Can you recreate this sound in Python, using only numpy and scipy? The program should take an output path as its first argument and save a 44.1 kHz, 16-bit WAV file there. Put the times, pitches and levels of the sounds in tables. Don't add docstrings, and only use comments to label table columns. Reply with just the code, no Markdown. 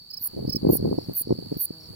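import sys
import numpy as np
from scipy import signal
from scipy.fft import rfft, irfft, next_fast_len
from scipy.io import wavfile
from scipy.ndimage import uniform_filter1d, map_coordinates

SR = 44100
rng = np.random.default_rng(int(sys.argv[2]) if len(sys.argv) > 2 else 0)


def store_wav(level_fs):
    pcm = np.round(np.clip(np.atleast_2d(level_fs), -1, 1) * 32767)
    wavfile.write(sys.argv[1], SR, pcm.T.astype(np.int16))


N = 85995


def amp(db):
    return 10 ** (np.asarray(db) / 20)


def unit(x):
    return x / np.sqrt(np.mean(x ** 2) + 1e-20)


def clock():
    return np.arange(N) / SR


def along(points, hz):
    f, v = np.transpose(points)
    return np.interp(np.log(hz + 1), np.log(f + 1), v)


def curve(rows):
    return np.interp(clock(), *np.transpose(rows))


def wobble(rate):
    return map_coordinates(rng.standard_normal(4096), [clock() * rate], mode="wrap")


def filtered(x, response):
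    m = next_fast_len(N + SR // 2)
    return irfft(rfft(x, m) * response(np.fft.rfftfreq(m, 1 / SR)), m)[..., :N]


def ringing(x, spectrum, size=1024):
    cepstrum = irfft(np.log(amp(along(spectrum, np.fft.rfftfreq(size, 1 / SR)))))
    cepstrum[1:size // 2] *= 2
    cepstrum[size // 2 + 1:] = 0
    ring = irfft(np.exp(rfft(cepstrum)))
    return signal.fftconvolve(x, ring / np.linalg.norm(ring))[:N]


def noise(spectrum, alike):
    def response(hz):
        angle = np.arccos(np.clip(along(alike, hz), -1, 1)) / 2
        return amp(along(spectrum, hz)) * [np.cos(angle), np.sin(angle)]
    mid, side = filtered(rng.standard_normal((2, N)), response)
    return unit(np.array([mid + side, mid - side]))


def place(x, pan_db, lag_s):
    half = np.array([[.5], [-.5]])
    return filtered(x, lambda hz: amp(half * pan_db) * np.exp(2j * np.pi * hz * half * lag_s))


def scatter(x, t60):
    t = np.arange(SR // 4) / SR
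    tail = rng.standard_normal((2, len(t))) * amp(-60 * t / t60)
    return signal.fftconvolve(x[None], tail / np.linalg.norm(tail[0]), axes=1)[:, :N]


def humps(rows):
    t = clock()
    return np.sqrt(sum(amp(db) ** 2 * np.exp(-np.minimum(np.pi * ((t - s) / length) ** 2, 10 * 10))
                       for s, length, db in rows))


# frequency in Hz, relative level in dB.
AIR_SPECTRUM = [(30, 12.5), (150, 18), (400, 4), (900, 3.5), (2000, -4.5), (3500, -5), (6500, -10.5),
                (10000, -1.5), (13000, -1.5), (16000, -4)]
# time in seconds, level in dB.
AIR_LEVEL = [(0, -62.5), (.3, -54.5), (.7, -55), (1.15, -52), (1.25, -56.5), (1.55, -52.5), (1.66, -57),
             (1.95, -53)]

def open_air():
    return amp(curve(AIR_LEVEL)) * noise(AIR_SPECTRUM, [(100, 1), (1000, 0), (4000, 0)])


# pitch in Hz, pulses per second, relative level in dB, leftward pan in dB.
TRILLERS = [(4450, 79, 0.5, -3.5), (4684, 70, 7, -3), (4640, 64, -7, 7.5), (4240, 82, 0, -9)]
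# frequency in Hz, relative level in dB.
BLUR_SPECTRUM = [(3000, -42), (3850, -12.5), (4100, -14), (4380, 5.5), (4620, 7.5), (4850, -14.5),
                 (5050, -15), (6000, -26.5)]
# time in seconds, gain in dB.
CHORUS_GAIN = [(0, -53), (.85, -50), (1.2, -51.5), (1.48, -50), (1.95, -52)]

def chorus():
    trills = np.zeros((2, N))
    for hz, rate, db, pan_db in TRILLERS:
        beat = (np.cumsum(rate * (1 + .06 * wobble(25.29))) / SR + rng.random()) % 1
        phase = 2 * np.pi * np.cumsum(hz + 220 * (.5 - beat) + 55 * wobble(250)) / SR
        pulses = amp(db + 2.2 * wobble(44.9)) * np.sin(np.pi * beat) ** 4
        trills += place(pulses * np.sin(phase), pan_db, lag_s=rng.normal(-.00008, .00003))
    blur = noise(BLUR_SPECTRUM, alike=[(4500, .17)])
    return amp(curve(CHORUS_GAIN)) * (amp(2.5) * unit(trills) + amp(1.5) * blur)


PORT_LAG_S = .00098
FROM_LEFT = [(.6, .74), (.84, .935)]

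def pop(s, db, hz):
    order = 2.6
    side = 1 if any(start < s < end for start, end in FROM_LEFT) else -1
    lag_s = side * PORT_LAG_S * (1 + .15 * rng.standard_normal())
    span = slice(max(round(s * SR) - SR // 20, 0), round(s * SR) + SR // 20)
    t = clock()[span] - s + np.array([[.5], [-.5]]) * lag_s
    rotation = np.exp(2j * np.pi * rng.random() + .3j * rng.standard_normal((2, 1)))
    swing = (1 - 2j * np.pi * hz * t / order) ** -(order + 1)
    return span, amp(db) * np.real(rotation * swing)


# time in seconds, peak in dB, centre in Hz.
EDDIES = [(0.016, -44.5, 130), (.212, -40, 130), (0.366, -24.5, 227), (0.378, -20.5, 204), (.392, -20, 268),
          (0.429, -20, 205), (0.452, -16.5, 192), (0.48, -16, 188), (0.496, -18, 142), (.550, -17, 183),
          (.567, -16, 188), (0.632, -14, 170), (.651, -7.5, 270), (.670, -6.5, 240), (.692, -9, 305),
          (0.7, -4.5, 271), (.705, -7.5, 220), (.726, -13.5, 166), (0.733, -12, 261), (0.754, -13.5, 266),
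          (.802, -18, 194), (.828, -17, 210), (0.85, -13.5, 270), (0.856, -14.5, 284), (0.865, -15, 203),
          (0.892, -19, 270), (0.914, -14, 258), (0.924, -15, 208), (.929, -13.5, 323), (0.944, -23.5, 243),
          (.982, -15.5, 208), (.987, -11.5, 298), (1.088, -19.5, 150), (1.097, -19.5, 257),
          (1.114, -26.5, 193), (1.213, -29, 231), (1.274, -21, 232), (1.308, -9.5, 292), (1.317, -12, 232),
          (1.326, -9, 254), (1.389, -20, 192), (1.426, -27.5, 223), (1.519, -17, 232), (1.526, -16, 248),
          (1.569, -19.5, 158), (1.708, -20.5, 213), (1.908, -29.5, 130)]
# frequency in Hz, gain in dB.
PORT_COLOUR = [(130, -2.5), (250, 0), (470, 5.5), (750, -2), (1600, 6.5)]
# time in seconds, level in dB.
BREEZE = [(0, -70.5), (.25, -77.5), (.38, -35), (.5, -39.5), (.59, -47), (.68, -26.5), (.77, -38.5),
          (.87, -30), (.97, -40.5), (1.06, -51), (1.1, -35.5), (1.18, -68.5), (1.24, -63.5), (1.31, -27),
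          (1.37, -46.5), (1.44, -42), (1.5, -48.5), (1.54, -39), (1.61, -57.5), (1.67, -64.5),
          (1.95, -50.5)]
# frequency in Hz, relative level in dB.
RUMBLE_SPECTRUM = [(25, -39), (70, 0.5), (150, 5.5), (300, -7), (600, -22), (1200, -34), (2500, -52)]
# frequency in Hz, left-right correlation.
PORTS_ALIKE = [(60, 0.44), (130, 0.93), (300, 0.99), (700, 0.12), (2000, 0.18)]

def wind():
    breeze_db = curve(BREEZE)
    small_per_s, small_hz = 150, 229
    onsets = np.flatnonzero(rng.random(N) < small_per_s / SR)
    size, pitch = rng.uniform(-.82, 1, (2, N))
    small = [(i / SR, breeze_db[i] + 6.5 + 4 * size[i], small_hz * 2 ** (pitch[i] / 2)) for i in onsets]
    rumble = amp(breeze_db + 1.93 * wobble(50)) * noise(RUMBLE_SPECTRUM + [(5000, -68)], PORTS_ALIKE)
    pops = np.zeros((2, N))
    for eddy in EDDIES + small:
        span, swing = pop(*eddy)
        pops[:, span] += swing
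    return filtered(pops, lambda hz: amp(along(PORT_COLOUR, hz))) + place(rumble, 0, -PORT_LAG_S)


# multiple of the pitch, relative level in dB.
HARMONICS = [(1, 0), (2, -26), (3, -10)]

def wing_strokes(strokes, bend_hz, waver_hz):
    t, song = clock(), np.zeros(N)
    waver = waver_hz * wobble(1200)
    for start, length, db, top_hz in strokes:
        on = (t > start) & (t < start + length)
        progress = (t[on] - start) / length
        hz = top_hz - bend_hz * (progress - .2) ** 2 + waver[on]
        phase = 2 * np.pi * np.cumsum(hz) / SR
        swell = np.abs(np.sin(np.pi * progress)) ** .91
        song[on] += sum(amp(db + level) * swell ** k * np.sin(k * phase) for k, level in HARMONICS)
    return song * amp(1.2 * wobble(900))


CLOSE_LAG_S = -.00007
# start and length in seconds, level in dB, top pitch in Hz.
NEAR_STROKES = [(.102, .018, -34, 5170), (.132, .021, -30.5, 5260), (.167, .021, -31, 5270),
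                (.471, .013, -39, 4950), (.491, .02, -27, 5270), (.521, .022, -25, 5330),
                (.553, .021, -24, 5340)]
# centre and length in seconds, level in dB.
FILE_CATCHES = [(.507, 0.0033, -50), (.554, 0.0023, -45)]

def near_field_cricket():
    tone = wing_strokes(NEAR_STROKES, bend_hz=950, waver_hz=35)
    scrape = (amp(-21) * tone + humps(FILE_CATCHES)) * rng.standard_normal(N)
    chirps = tone + filtered(scrape, lambda hz: hz ** 2 / (hz ** 2 + 2500 ** 2))
    return place(chirps, pan_db=-7, lag_s=CLOSE_LAG_S) + amp(-15) * scatter(chirps, t60=.04)


# fraction of its frequency, relative level in dB.
WING_SKIRT = [(.3, -64), (.6, -51), (.77, -24), (.85, -11), (.92, -4.5), (1, 2.5)]
# frequency in Hz, relative level in dB when open, and when shut.
WING_TREBLE = [(13100, 6, -7.5), (14850, 8, 4), (16200, -24, -8.5)]

def wing_spectrum(shut):
    open_hz, shut_hz = 12200, 9900
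    resonance_hz = open_hz + shut * (shut_hz - open_hz)
    skirt = [(fraction * resonance_hz, db) for fraction, db in WING_SKIRT]
    treble = [(hz, open_db + (shut_db - open_db) * shut ** 2) for hz, open_db, shut_db in WING_TREBLE]
    return sorted(skirt + treble)


# end in seconds, drive level in dB, closing stroke in seconds, swell in seconds,
# opening stroke in dB relative to the drive level.
BUZZES = [(.276, -23.6, .068, .045, -24), (.772, -22.3, .071, .034, -21), (1.2205, -21.7, .0725, .027, -16),
          (1.657, -21.7, .07, .025, -13)]
TOOTH_RATE = [(0, 570), (.2, 730), (0.449, 1300), (.68, 1130), (0.799, 490), (1, 570)]

def bush_cricket():
    swell_db, sag_db_per_s = 16.5, 82
    snap_db, snap_s = 3.5, .005
    open_lead_s, open_s, open_teeth_per_s, tick_lead_s = .015, .0065, 950, .0035
    t = clock()
    teeth, rasp, shut = np.zeros((3, N))
    for end, db, length, swell_s, open_db in BUZZES:
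        start = end - length
        stroke = np.clip((t - start) / length, 0, 1) * (t < end)
        rise_db = -swell_db * np.clip(1 - (t - start) / swell_s, 0, 1) ** 1.7
        sag_db = sag_db_per_s * np.maximum(t - start - swell_s, 0)
        closing = amp(db + rise_db - sag_db + snap_db * (t > end - snap_s)) * (stroke > 0)
        opening = amp(db + open_db) * (t > start - open_lead_s) * (t < start - open_lead_s + open_s)
        force = closing + opening
        rate = np.where(t < start, open_teeth_per_s, np.interp(stroke, *np.transpose(TOOTH_RATE)))
        teeth_passed = np.cumsum(rate * (1 + .035 * wobble(700))) / SR
        hits = np.flatnonzero(np.diff(np.floor(teeth_passed)) > 0)
        strength = force * np.sqrt(SR / rate) * amp(.9 * rng.standard_normal(N))
        teeth[hits] += strength[hits]
        teeth[round((start - tick_lead_s) * SR)] += amp(db - 11) * np.sqrt(SR / open_teeth_per_s)
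        rasp += force
        shut += stroke
    contact = uniform_filter1d(teeth, size=7) * np.sign(rng.standard_normal(N)) * (teeth == 0)
    drive = teeth + .8 * contact + amp(-11) * rasp * rng.standard_normal(N)
    wing = np.zeros(N)
    for position in np.linspace(0, 1, 6):
        crossfade = np.maximum(1 - abs(shut - position) / .2, 0)
        wing += ringing(drive * crossfade, wing_spectrum(position))
    stems = amp(-5) * scatter(wing, t60=.012) + amp(-19) * scatter(wing, t60=.09)
    return amp(-4) * place(wing + stems, pan_db=-5, lag_s=CLOSE_LAG_S)


# start in seconds, level in dB.
FAR_CHIRPS = [(0.207, -56.5), (0.717, -54), (0.979, -54.5), (1.267, -59.5), (1.53, -61), (1.799, -54)]

def far_field_crickets():
    period_s, stroke_s, top_hz = .028, .019, 5540
    strokes = [(s + k * period_s, stroke_s, db, top_hz) for s, db in FAR_CHIRPS for k in range(3)]
    chirps = wing_strokes(strokes, bend_hz=1100, waver_hz=60)
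    dulled = filtered(chirps, lambda hz: 1 / (1 + (hz / 9000) ** 6))
    return dulled + amp(-1) * scatter(dulled, t60=.08)


# centre and length in seconds, level in dB.
RUSTLES = [(.257, 0.012, -57.5), (.295, 0.053, -67.5)]
# frequency in Hz, relative level in dB.
RUSTLE_SPECTRUM = [(200, -32), (600, 7), (1200, 8.5), (2200, -16), (5000, -35)]

def grass():
    return humps(RUSTLES) * noise(RUSTLE_SPECTRUM, alike=[(1000, 1)])


# time in seconds, level in dB.
FLY_LEVEL = [(1.58, -81), (1.74, -52), (1.95, -58)]
# frequency in Hz, relative level in dB.
FLY_SPECTRUM = [(156, 4), (312, 1.5), (470, -5), (900, -16), (1700, -24)]

def fly():
    beat_hz, sag_hz_per_s, pass_s = 163.5, 23, 1.6
    hz = beat_hz - sag_hz_per_s * (clock() - pass_s) + 3 * wobble(40)
    phase = 2 * np.pi * np.cumsum(hz) / SR
    hum = sum(amp(along(FLY_SPECTRUM, k * beat_hz)) * np.sin(k * phase + 2 * np.pi * rng.random())
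              for k in range(1, 12))
    return amp(curve(FLY_LEVEL)) * unit(hum)


def scene():
    background = open_air() + chorus() + wind()
    return background + near_field_cricket() + bush_cricket() + far_field_crickets() + grass() + fly()


def record(dry):
    return filtered(dry, lambda hz: hz < 16200)


dry = scene()
out = record(dry)
store_wav(out)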